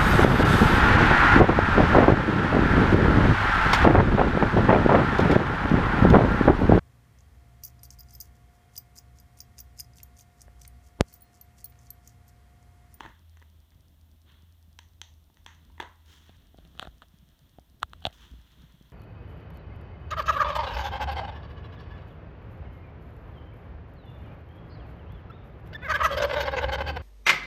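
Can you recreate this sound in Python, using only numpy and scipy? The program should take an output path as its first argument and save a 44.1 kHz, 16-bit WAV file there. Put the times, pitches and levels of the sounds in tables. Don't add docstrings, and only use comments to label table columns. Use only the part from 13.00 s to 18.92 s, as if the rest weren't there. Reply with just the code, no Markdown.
import sys
import numpy as np
from scipy import signal
from scipy.fft import rfft, irfft, next_fast_len
from scipy.io import wavfile
from scipy.ndimage import map_coordinates

SR = 44100
rng = np.random.default_rng(int(sys.argv[2]) if len(sys.argv) > 2 else 0)


def voltage_ratio(decibels):
    exponent = np.asarray(decibels, float) / 20
    return 10 ** exponent


def store_pcm(level_fs):
    pcm = np.round(np.clip(level_fs, -1, 1) * 32767).astype(np.int16)
    wavfile.write(sys.argv[1], SR, np.atleast_2d(pcm).T)


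N = 261072

# t/s, level/dB, hardness/(dB per octave), lean/dB from the 3.4 kHz to the 1.8 kHz mode,
# hallway level/dB re the tap
REMOTE_TAPS = [(.0065, -25, -1.5, -1.5, -11), (.034, -46.5, 2.5, 9, 1), (0.0511, -35.5, -4.5, 2, -30),
               (.061, -37, -2, 6, -19), (.371, -64, 10, 9.5, -9), (0.417, -49.5, 0.5, -2.5, -13),
               (0.425, -54.5, 5, 8.5, -18), (.72, -65, 6.5, 1.5, -3.5), (1.7895, -41.5, 9, -1, -14.5),
               (2.0156, -40, 10.5, -3, -12.5), (2.3, -53.5, -5.5, -7, -13), (2.371, -56.5, 6.5, -1.3, -4.5),
               (2.463, -38, 6.5, 0.7, -5.5), (2.7, -54, -2, -3, -6), (2.78, -47.5, -2.5, 4.5, 1),
               (2.8006, -27.5, .9, 6.5, -9.5), (2.803, -25, -3, -9.5, -9), (2.811, -40.5, 4.5, -6, -23),
               (2.819, -38, -1, 1, -13), (2.826, -33.5, 0.2, -6, -22), (2.835, -39.5, -2, -1, -11)]
# f/Hz, width/Hz, level/dB for a plain tap
SHELL_MODES = [(316, 140, -13), (936, 127, -2.5), (1890, 470, 0.5), (3340, 630, -5.5), (6130, 680, -17),
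               (13300, 3100, -36)]
MODE_LEAN = np.array([0, 0, 1, -1, 0, 0])
# f/Hz, t60/s
HALL_DECAY = [(200, 0.18), (1000, 0.38), (3500, 0.31), (7000, 0.41), (12000, 0.07)]
# t/s, 1.3 kHz level/dB, then 730 Hz, 3.3 kHz and treble level/dB re the first
GRIP_CLICKS = [(3.2938, -58.5, 11, 12.5, -6), (3.5444, -60, 12, -19.5, -13), (3.5856, -59.5, 14, 9, -1),
               (3.6506, -64.5, 4, 18, 0), (3.752, -56, 0, -4, -12), (3.777, -51, -24, 3, -14),
               (3.7955, -29, -12, 9, -6.5), (3.8267, -29.5, -6, -7, -14.5), (3.853, -51, 5, -16, -16),
               (3.872, -40.5, 4, -0.5, -15), (4.02, -39.5, -24, -3.5, -15), (4.024, -45, -29, -4, -15),
               (4.5854, -56, 17, 3, -13), (4.8216, -49, -4, -3, -21), (4.83, -14.5, -43, -4, -14),
               (4.9337, -35.5, -22, .1, -12.5), (5.0224, -52, -27, -6, -9), (5.0527, -30.5, 14, 19, -33),
               (5.0678, -37, 16, 17.5, 2.5), (5.1274, -66.5, -15, 23, -2.1)]
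# f/Hz, width/Hz, level/dB
CASE_MODES = [(1288, 800, 2), (717, 353, -3.5), (3290, 1900, 1), (7600, 10800, 4.5), (170, 700, 8.5)]
# start t/s, rise/s, peak level/dB, fade/(dB per s), bright layer level/dB re dull
FINGER_DRAGS = [(3.57, 0.011, -64, 303, -6), (3.61, 0.05, -69, 608, -7), (3.7, 0.11, -60, 150, -1),
                (3.79, 0.036, -45.5, 1300, -2), (3.81, 0.044, -49, 1500, -8), (3.85, .03, -76, 598, -9),
                (4.012, 0.017, -56.5, 1300, -6), (4.815, 0.014, -39, 1347, -9),
                (5.016, 0.005, -63, 302, 6.5), (5.035, 0.0091, -48, 256, -13),
                (5.055, 0.0091, -45, 1500, 10.5), (5.06, .032, -73, 1500, -28)]
# t/s, peak level/dB, f/Hz, t60/s
PALM_THUMPS = [(.755, -45.5, 103, 0.027), (1.432, -44.5, 105, 0.01), (1.677, -54.5, 175, 0.054),
               (3.599, -52, 44.6, 0.2), (3.873, -44, 128, 0.055), (3.874, -39.5, 56, 0.079),
               (4.138, -48.5, 170, .031), (4.226, -49, 156, 0.049), (4.834, -36, 69, 0.056),
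               (5.067, -27.5, 80, 0.031), (5.31, -38, 59, .3), (5.312, -49.5, 250, 0.039),
               (5.339, -39.5, 110, 0.0071), (5.386, -44, 102, 0.013), (5.636, -42.5, 150, 0.041),
               (5.74, -47.5, 156, 0.049), (5.811, -40, 144, 0.0077), (5.844, -53, 130.6, 0.082)]
# f/Hz, width/Hz, depth/(0-1)
PORT_NOTCHES = [(2300, 500, .6), (5000, 1000, .85), (10400, 900, .6)]
# start t/s, rise/s, peak level/dB, fade/(dB per s), level/dB above 4.5 kHz re the cloth spectrum
SLEEVE_STROKES = [(-.01, 0.014, -54.5, 118, -6), (.1, 0.21, -75.5, 9, -11), (1.25, 0.048, -63, 78, -11),
                  (2.47, 0.075, -72, 6, -4), (3.04, 0.082, -60.5, 75, 3), (3.22, 0.081, -70, 73, -16),
                  (3.55, 0.2, -72, 25, -1.5), (4.0, 0.53, -78, 49, -3), (4.85, 0.079, -70.5, 4.5, -7),
                  (5.124, 0.0051, -65.5, 72, 6), (5.17, 0.073, -60.5, 190, -8), (5.32, 0.21, -72.5, 39, -2),
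                  (5.55, 0.074, -72.5, 71, -13), (5.74, 0.2, -82, 16, -3)]
# f/Hz, relative level/(dB per Hz)
CLOTH_SPECTRUM = [(290, -3), (500, -8), (661, -34), (699, -18.5), (990, -0.5), (1080, -4), (1380, -3),
                  (1850, -2.5), (2350, -9.5), (3330, 2.5), (4720, -13), (6150, -8.5), (8710, -22),
                  (14000, -22)]
# t/s, level/dB
HUM_LEVEL = [(0, -61.5), (.4, -55), (.7, -58), (2.2, -58), (2.8, -54.5), (3.5, -61), (4.4, -65.5),
             (4.85, -66), (4.98, -51.5), (5.2, -69), (5.92, -85)]
# t/s, level/dB
RUMBLE_LEVEL = [(0, -54.5), (.3, -62), (.65, -60), (2.4, -60), (2.7, -58), (3.2, -60.5), (3.55, -54),
                (3.85, -55.5), (4.4, -59.5), (5.0, -55.5), (5.92, -56.5)]
# f/Hz, relative level/(dB per Hz)
RUMBLE_SPECTRUM = [(15, -14), (30, -4), (60, 4.5), (100, -9), (160, -10.5), (300, -18.5), (450, -29.5),
                   (700, -28.5), (1000, -120)]
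BEACON_BEAT = np.delete(.0914 + .1024 * np.arange(57), [8, 18, 26, 27, 28, 47])
# t/s, level/dB re a plain burst
BEACON_STRAYS = [(.7475, -6), (.8835, 0), (1.8876, -4), (1.9346, -5), (2.7209, -3), (2.8905, -5),
                 (2.9587, -4), (4.8971, 0), (5.9011, 0)]
# f/Hz, relative level/(dB per Hz)
HISS_SPECTRUM = [(240, -24), (400, -13), (676, -0.5), (839, -2), (1510, -8), (1820, -8), (2430, -10.5),
                 (3470, -3), (4800, -13.5), (5520, -11), (7630, -15), (9470, -12.5), (10400, -15),
                 (14800, -6), (16000, -26)]


def remote():
    pivot_hz, top_hz = 960, 6450
    octaves = np.log2(np.minimum(np.array(SHELL_MODES)[:, 0], top_hz) / pivot_hz)
    sounds = []
    for _, db, hard_db, lean_db, wet_db in REMOTE_TAPS:
        levels_db = db + hard_db * octaves + lean_db * MODE_LEAN
        plain = struck(levels_db, SHELL_MODES, contact_s=1, scrape=0, order=0)
        sound = voltage_ratio(wet_db) * hall(plain)
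        tap = struck(levels_db, SHELL_MODES, contact_s=.002, scrape=.13, order=0)
        sound[:len(tap)] += tap
        sounds.append(sound)
    return placed([row[0] for row in REMOTE_TAPS], sounds)


def hall(x):
    gap_s, build_s = .004, .007
    hz, t, z = signal.stft(rng.standard_normal(SR // 2), SR, nperseg=256)
    decay = voltage_ratio(-60 * t / along(HALL_DECAY, hz)[:, None])
    tail = signal.istft(z * decay, SR, nperseg=256)[1]
    tail *= 1 - np.exp(-np.arange(len(tail)) / SR / build_s)
    tail /= np.linalg.norm(tail)
    return signal.fftconvolve(x, np.pad(tail, (round(gap_s * SR), 0)))


def phone_case():
    bass_db, bass_grows = -28, 0.47
    sounds = []
    for _, db, *rel_db in GRIP_CLICKS:
        knock_db = db + rel_db[0]
        levels_db = [*(db + np.array([0, *rel_db])), bass_db + bass_grows * knock_db]
        sounds.append(struck(levels_db, CASE_MODES, contact_s=.0006, scrape=.06, order=2))
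    return placed([row[0] for row in GRIP_CLICKS], sounds)


def drag():
    unevenness_db = 5.5 * np.array([wobble(400), wobble(400)])
    grit = rng.standard_normal((2, N)) * voltage_ratio(unevenness_db)
    middle, knock, upper, treble = [row[:2] for row in CASE_MODES[:4]]
    dull = unit(filtered(grit[0], lambda f: resonance(f, *middle) ** 2 + 2 * resonance(f, *knock) ** 2))
    bright = unit(filtered(grit[1], lambda f: resonance(f, *upper) ** 3 - .025 * resonance(f, *treble)))
    low, high = strokes(FINGER_DRAGS, power=2.2)
    return low * dull + high * bright


def palm():
    fidgets, start_s, end_s = 14, 3.3, 5.8
    rows = list(PALM_THUMPS)
    for a, b, c in rng.uniform(-1.2, 1, (fidgets, 3)):
        s = np.interp(a, [-1, 1], [start_s, end_s])
        rows.append((s, -58.5 + 3 * b, 158 * (1 + .2 * c), 0.054))
    t = np.arange(SR // 3) / SR
    sounds = []
    for _, db, hz, t60 in rows:
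        onset = 1 - np.exp(-1.5 * hz * t)
        push = np.sin(2 * np.pi * hz * t) * voltage_ratio(-60 * t / t60) * onset
        sounds.append(voltage_ratio(db) * push / np.abs(push).max())
    return placed([row[0] for row in rows], sounds)


def port(x):
    def response(f):
        return np.prod([1 - depth * resonance(f, hz, width) for hz, width, depth in PORT_NOTCHES], axis=0)
    return filtered(x, response)


def sleeve():
    flutter_db = .8 * wobble(40) + 1.2 * wobble(250)
    cloth = unit(noise(CLOTH_SPECTRUM) * voltage_ratio(flutter_db))
    body = filtered(cloth, lambda hz: hz < 4500)
    low, high = strokes(SLEEVE_STROKES, power=1)
    return low * body + high * (cloth - body)


def hum():
    throb_hz, swell_s, throb_db = 1.717, 0.39, 2
    band = unit(filtered(rng.standard_normal(N), lambda hz: np.exp(-((hz - 81) / 5) ** 2)))
    pitch_hz = 81 + 2.54 * wobble(6)
    line = np.sqrt(2) * np.sin(2 * np.pi * np.cumsum(pitch_hz) / SR)
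    throb = throb_db * np.cos(2 * np.pi * throb_hz * (np.arange(N) / SR - swell_s))
    return voltage_ratio(curve(HUM_LEVEL) + throb) * unit(line + .5 * band)


def rumble():
    lumps = voltage_ratio(2.5 * wobble(20))
    return voltage_ratio(curve(RUMBLE_LEVEL)) * unit(noise(RUMBLE_SPECTRUM) * lumps)


def beacon():
    burst_db, scatter_db, jitter_s = -53, 0.86, .0001
    times, size_db = np.transpose([*((s, 0) for s in BEACON_BEAT), *BEACON_STRAYS])
    scatter = rng.standard_normal((len(times), 2))
    t = np.arange(-30, 31) / SR
    low = np.exp(-(t / .00017) ** 2) * np.cos(2 * np.pi * 5000 * t + .4)
    high = .45 * np.exp(-(t / .00022) ** 2) * np.cos(2 * np.pi * 9300 * t + 1.2)
    gains = voltage_ratio(burst_db + size_db + scatter_db * scatter[:, 1])
    starts = times + t[0] + jitter_s * scatter[:, 0]
    return placed(starts, -np.outer(gains, low + high))


def hiss():
    return voltage_ratio(-73) * noise(HISS_SPECTRUM)


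def struck(levels_db, modes, contact_s, scrape, order):
    t = np.arange(SR // 10) / SR
    blow = scrape * rng.standard_normal((len(modes), len(t))) * np.exp(-t / contact_s)
    blow[:, 0] = (-1.) ** np.arange(1, len(modes) + 1)
    hz, width_hz, mode_db = np.transpose(modes)[..., None]
    ring = t ** order * np.exp(-np.pi * width_hz * t) * np.sin(2 * np.pi * hz * t)
    ring = signal.fftconvolve(ring, blow, axes=1)[:, :len(t)]
    ring /= np.abs(ring).max(axis=1, keepdims=True if ring.ndim else False)
    return voltage_ratio(np.add(levels_db, mode_db[:, 0])) @ ring


def strokes(rows, power):
    t = np.arange(N) / SR
    gains = []
    for s, rise_s, db, fade_db, _ in rows:
        swell = np.clip((t - s) / rise_s, 0, 1) ** power
        gains.append(swell * voltage_ratio(db - fade_db * np.maximum(t - s - rise_s, 0)))
    gains = np.array(gains)
    bright_db = np.array(rows)[:, -1]
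    return gains.sum(axis=0), voltage_ratio(bright_db) @ gains


def resonance(f, hz, width_hz):
    return 1j * f * width_hz / (hz ** 2 - f ** 2 + 1j * f * width_hz)


def noise(spectrum):
    return unit(filtered(rng.standard_normal(N), lambda hz: voltage_ratio(along(spectrum, hz))))


def filtered(x, response):
    m = next_fast_len(N + 8192)
    return irfft(rfft(x, m) * response(np.fft.rfftfreq(m, 1 / SR)), m)[:N]


def wobble(rate):
    knots = rng.standard_normal(int(N * rate / SR) + 4)
    return map_coordinates(knots, [np.arange(N) * rate / SR])


def curve(rows):
    return np.interp(np.arange(N) / SR, *np.transpose(rows))


def along(points, hz):
    f, v = np.transpose(points)
    return np.interp(np.log(hz + 1), np.log(f + 1), v)


def unit(x):
    return x / np.sqrt(np.mean(x ** 2) + 1e-20)


def placed(times, sounds):
    out = np.zeros(N + SR)
    for s, sound in zip(times, sounds):
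        out[round(s * SR):][:len(sound)] += sound
    return out[:N]


def scene():
    clicks = port(remote() + phone_case() + drag())
    return (clicks + palm() + sleeve() + hum() + rumble())[None]


def low_pass(x):
    return signal.sosfilt(signal.butter(12, 16640, fs=SR, output="sos"), x)


def record(dry):
    heard = filtered(dry[0], lambda hz: (1j * hz / (30 + 1j * hz)) ** 2)
    mix = (heard + hiss() + beacon())[None]
    return low_pass(mix)


dry = scene()
out = record(dry)
store_pcm(out)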